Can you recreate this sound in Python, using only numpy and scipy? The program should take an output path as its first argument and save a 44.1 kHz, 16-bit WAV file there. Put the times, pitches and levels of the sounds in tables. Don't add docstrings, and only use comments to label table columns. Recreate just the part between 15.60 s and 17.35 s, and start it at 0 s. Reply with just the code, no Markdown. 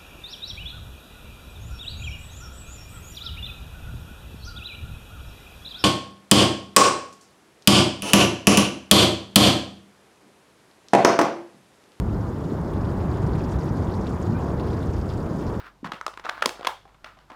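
import sys
import numpy as np
from scipy import signal
from scipy.fft import rfft, irfft
from scipy.io import wavfile
from scipy.ndimage import uniform_filter1d

SR = 44100
rng = np.random.default_rng(int(sys.argv[2]) if len(sys.argv) > 2 else 0)


def store_wav(level_fs):
    pcm = np.round(np.clip(np.atleast_2d(level_fs), -1, 1) * 32767)
    wavfile.write(sys.argv[1], SR, pcm.T.astype(np.int16))


def level_to_linear(level):
    exponent = np.asarray(level, float) / 20
    return 10 ** exponent


N = 77175

# frequency in Hz, rms level in dB.
HUM_TONES = [(50, -63.5), (100, -73)]
# frequency in Hz, relative density in dB per Hz.
AIR_SPECTRUM = [(40, 3), (75, 2.5), (120, 6), (250, 1.5), (500, -4.5), (1000, -1), (1600, -13), (3600, -15),
                (6000, -20), (14000, -28.5), (16500, -47)]
# frequency in Hz, T60 in seconds.
ROOM_DECAY = [(200, 0.088), (530, 0.28), (1390, 0.18), (3680, 0.38), (9700, 0.29), (15000, 0.21)]
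# frequency in Hz, relative level in dB.
ROOM_SPECTRUM = [(200, -0.5), (800, 1.5), (1500, -0.5), (4000, -8.5), (12000, -3)]
# time in seconds, level in dB.
RUB_LEVEL = [(0, -42), (.03, -50.5), (.07, -44), (0.101, -55), (.125, -100), (.22, -90), (0.263, -34.5),
             (.3, -84), (0.359, -44.5), (0.419, -66.5), (.63, -63), (.67, -44), (.73, -44), (0.799, -44),
             (.88, -89), (.93, -57), (1.0, -50.5), (1.09, -42.5), (1.25, -71.5), (1.427, -69.5),
             (1.466, -46), (1.529, -60.5), (1.678, -68), (1.73, -52)]
# frequency in Hz, relative density in dB per Hz.
RUB_SPECTRUM = [(150, -42), (300, -6), (600, -11.5), (1000, 0), (1400, 4), (1900, -5), (2600, -12),
                (4500, -17.5), (7000, -33), (16000, -36)]
# start in seconds, level in dB before the
# soft onset and low cut, frequency in Hz.
THUDS = [(0.23, -16, 255), (0.248, -14, 178), (0.259, -21.5, 170), (0.273, -22.5, 190), (0.29, -21, 163),
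         (0.336, -22, 185), (0.464, -21.5, 607), (0.65, -23.5, 462), (0.821, -18, 606), (0.858, -11.5, 467),
         (0.862, -13, 257), (1.444, -31, 665), (1.715, -30, 275)]
# frequency in Hz before detuning, relative energy in dB before focus and
# random spread, T60 in seconds.
CASE_MODES = [(564, 5, 0.037), (707, 9, 0.08), (776, 5.5, 0.11), (1060, 23, 0.014), (1262, 19, 0.041),
              (1359, 23, 0.011), (1640, 25.5, 0.0082)]
# frequency in Hz before detuning, relative energy in dB before focus, tilt
# and random spread, T60 in seconds.
TUBE_MODES = [(1864, 10.5, 0.0014), (2706, 9, 0.0027), (3300, 4, 0.01), (3910, 3.5, 0.0045),
              (4700, 9.5, 0.0026), (5370, 2, 0.0038), (6170, 10, 0.0052), (8270, 14.5, 0.0018),
              (9820, 10, 0.0042), (13800, -9, .0015)]
# start in seconds, peak of the short-time level in dB, centre of the
# case's ring in Hz, crack of the tube relative to the ring in dB before CRACK_DB, contact time scale
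# in ms, centre of the crack in Hz, gain of the share sent to the room in dB.
TUBE_KNOCKS = [(0.2432, -24, 1290, -18.5, 7.3, 2800, 5), (0.253, -33, 1350, -9, 5.7, 3700, 7),
               (.271, -30.5, 1160, -11.5, 3.6, 3120, -2.5), (0.3176, -21, 1270, -15.5, 5.8, 3560, 0.5),
               (0.333, -33, 1020, 11, 4.6, 2940, 9), (0.343, -34, 970, -2, 2.1, 3040, -2),
               (.412, -21.5, 1270, -19.5, 1.76, 4700, -0.5), (0.4647, -16.5, 1270, -14.5, 2.17, 4550, 1),
               (.480, -25, 1060, -15, 2.18, 3300, -16), (0.534, -40.5, 1280, -9, 5.8, 5000, 1),
               (0.5388, -38, 1160, -4, 3, 3000, 3), (0.5736, -29.5, 1160, -12, 3.15, 4700, 4),
               (0.595, -34, 1190, -4.5, 4.9, 4700, -10), (.638, -37, 1440, -9, 8.7, 2460, 8),
               (.648, -28.5, 790, -19.5, 3.84, 3320, 0), (0.653, -26, 1350, -15, 5.1, 2620, 2),
               (.663, -24, 1240, -31, 4.8, 2860, -4), (0.689, -19, 1240, -25, 6.2, 3150, 1),
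               (0.6941, -17, 1620, -7.5, 3.4, 3270, -2.5), (.779, -29, 940, -24, 1.45, 2380, -2.5),
               (0.809, -36, 680, -1, 1.95, 3020, 23.5), (0.822, -10.5, 1490, -14, 4.6, 2610, 0.5),
               (.858, -9, 1050, -2, 3.09, 4370, -2.5), (0.8926, -19, 1000, 5, 1.34, 4700, 3.5),
               (.953, -40, 657, -13, 9.1, 3050, 5), (.9942, -32, 545, -22, 2.4, 2497, -5),
               (1.010, -28.5, 674, -19, 2.1, 3130, -9), (1.0298, -32.5, 980, -13, 2.4, 2700, 10),
               (1.0473, -21, 1260, -9, 4, 2340, 2.5), (1.056, -25, 1290, 14, 0.63, 2340, 1.5),
               (1.069, -12, 1053, -9.5, 5.55, 3300, 0.5), (1.253, -42.5, 770, -24, 3.8, 3650, -2.5),
               (1.278, -50.5, 1020, -10, 2.3, 3500, 14), (1.343, -49.5, 940, -12, 7.4, 9000, -5),
               (1.4431, -32, 1530, -0.5, 4.85, 3600, 6), (1.569, -50, 790, -16, 8.8, 3600, 0.5),
               (1.588, -47.5, 1380, 23, 3.2, 3300, 11.5), (1.698, -35, 1057, -16, 10.6, 4100, 5),
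               (1.718, -38.5, 1060, -5, 1.14, 2410, 1)]

AIR_DB = -61
ROOM_DB, GAP_S, BUILD_S = -11.5, 0.0067, 0.0057
GRAINS_PER_S, GRAIN_SPREAD_DB = 3500, 2.5
THUD_T60_S, THUD_RISE_S = 0.022, 0.0025
THUD_CUT_HZ = 155
SPREAD_DB, DETUNE_SHARE = 3, 0.06
SOFT_CYCLES = 0.15
FOCUS_DB_PER_OCT = 42
CRACK_FOCUS_DB_PER_OCT, CRACK_FOCUS_MAX_DB = 15.5, 13
TILT_DB_PER_OCT_PER_DB = 0.65
CRACK_DB = 10
CONTACTS_PER_MS, RISE_SHARE = 11, 0.5
BLOW_DB = 2.5
LOW_CUT_SHARE = 0.28
SMEAR_PER_KHZ = 0.025


def evened(x):
    return x / np.sqrt(np.mean(x ** 2) + 1e-20)


def read(points, hz):
    table_hz, value = np.transpose(points)
    return np.interp(np.log(hz + 1), np.log(table_hz + 1), value)


def add(mix, s, sound):
    part = mix[round(s * SR):][:len(sound)]
    part += sound[:len(part)]


def coloured(x, points):
    hz = np.fft.rfftfreq(len(x), 1 / SR)
    return irfft(rfft(x) * level_to_linear(read(points, hz)), len(x))


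def mode(t, hz, t60):
    return level_to_linear(-60 * t / t60) * np.sin(2 * np.pi * hz * t)


def mains_hum():
    t = np.arange(N) / SR
    return sum(level_to_linear(db) * np.sqrt(2) * np.sin(2 * np.pi * (hz * t + rng.random()))
               for hz, db in HUM_TONES)


def room_noise():
    return level_to_linear(AIR_DB) * evened(coloured(rng.standard_normal(N), AIR_SPECTRUM))


def reflections():
    hz, t, noise = signal.stft(rng.standard_normal(SR // 2), SR, nperseg=256)
    band_db = read(ROOM_SPECTRUM, hz)[:, None] - 60 * t / read(ROOM_DECAY, hz)[:, None]
    tail = signal.istft(noise * level_to_linear(band_db), SR, nperseg=256)[1]
    tail = tail * np.clip((np.arange(len(tail)) / SR - GAP_S) / BUILD_S, 0, 1)
    return tail / np.linalg.norm(tail)


def room(x):
    out = np.zeros(N)
    turn = (np.arange(N) // 100) % 3
    for k in range(3):
        share = np.sqrt(np.clip(uniform_filter1d(1. 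* (turn == k), size=70), 0, 1))
        out += signal.fftconvolve(x * share, reflections())[:N]
    return level_to_linear(ROOM_DB) * out


def rubbing():
    size = level_to_linear(GRAIN_SPREAD_DB * np.minimum(rng.exponential(1, N), 5))
    slips = size * (rng.random(N) < GRAINS_PER_S / SR) * rng.choice([-1., 1.], N)
    s, db = np.transpose(RUB_LEVEL)
    level = level_to_linear(np.interp(np.arange(N) / SR, s, db))
    return level * evened(coloured(slips, RUB_SPECTRUM))


def thud(level_db, hz):
    t = np.arange(6000) / SR
    tone = level_to_linear(level_db) * (1 - np.exp(-t / THUD_RISE_S)) * mode(t, hz, THUD_T60_S)
    return signal.lfilter(*signal.butter(2, THUD_CUT_HZ, "high", fs=SR), tone)


def struck(modes, contacts, luck):
    t, out = np.arange(1500) / SR, 0
    for k, (hz, db, t60) in enumerate(modes):
        detuned_hz = hz * (1 + DETUNE_SHARE * (luck[20 + k] - 0.5))
        swing = (1 - np.exp(-t * hz / SOFT_CYCLES)) * mode(t, detuned_hz, t60)
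        ring = signal.fftconvolve(contacts, swing)
        out = out + level_to_linear(db + SPREAD_DB * luck[k]) * ring / np.linalg.norm(ring)
    return out / np.linalg.norm(out)


def contact_flurry(contact_ms, luck):
    contact_ms = max(contact_ms, 0.3)
    u = np.arange(600) * 1000 / SR / contact_ms
    swell = np.minimum(u / RISE_SHARE, 1) ** 2 * np.exp(-2 * np.maximum(u - RISE_SHARE, 0))
    hits = luck[:600] < CONTACTS_PER_MS * 1000 / SR
    contacts = swell * (0.0005 + hits) * (2 * luck[600:1200] - 1)
    contacts[round(RISE_SHARE * contact_ms * SR / 2000)] += level_to_linear(BLOW_DB)
    return contacts


def knock(peak_db, centre_hz, crack_db, contact_ms, crack_hz, luck):
    contacts = contact_flurry(contact_ms, luck)
    case = [(hz, db - FOCUS_DB_PER_OCT * abs(np.log2(hz / centre_hz)), t60)
            for hz, db, t60 in CASE_MODES]
    tube = []
    for hz, db, t60 in TUBE_MODES:
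        octaves = np.log2(hz / crack_hz)
        focus = min(CRACK_FOCUS_DB_PER_OCT * abs(octaves), CRACK_FOCUS_MAX_DB)
        tube.append((hz, db - focus + TILT_DB_PER_OCT_PER_DB * peak_db * octaves, t60))
    ring = struck(case, contacts, luck[1200:])
    crack = level_to_linear(crack_db + CRACK_DB) * struck(tube, contacts, luck[1240:])
    low_cut = signal.butter(2, LOW_CUT_SHARE * centre_hz, "high", fs=SR, output="sos")
    both = signal.sosfilt(low_cut, ring + crack)
    loudest_power = uniform_filter1d(both ** 2, size=88).max()
    return level_to_linear(peak_db) * both / np.sqrt(2 * loudest_power)


def all_round(sound):
    spectrum, k = rfft(sound, 4096), np.arange(2049)
    total = np.cumsum(abs(spectrum) ** 2)
    half = 0.5 + SMEAR_PER_KHZ * k * k * SR / 4096000
    lo, hi = np.maximum(k - half, 0), np.minimum(k + half, k[-1])
    even_power = (np.interp(hi, k, total) - np.interp(lo, k, total)) / (hi - lo)
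    phase = spectrum / (abs(spectrum) + 1e-12)
    return irfft(phase * np.sqrt(even_power))[:len(sound)]


def scene():
    background = mains_hum() + room_noise()
    dry = rubbing()
    for s, *row in THUDS:
        add(dry, s, thud(*row))
    sent = dry.copy()
    lucks = rng.random((len(TUBE_KNOCKS), 1280))
    for (s, *row, room_db), luck in zip(TUBE_KNOCKS, lucks):
        sound = knock(*row, luck)
        add(dry, s, sound)
        add(sent, s, level_to_linear(room_db) * all_round(sound))
    return (dry + room(sent) + background)[None]


def band_limit(x):
    return signal.sosfilt(signal.butter(12, 16840, fs=SR, output="sos"), x)


def record(dry):
    return band_limit(dry)


dry = scene()
out = record(dry)
store_wav(out)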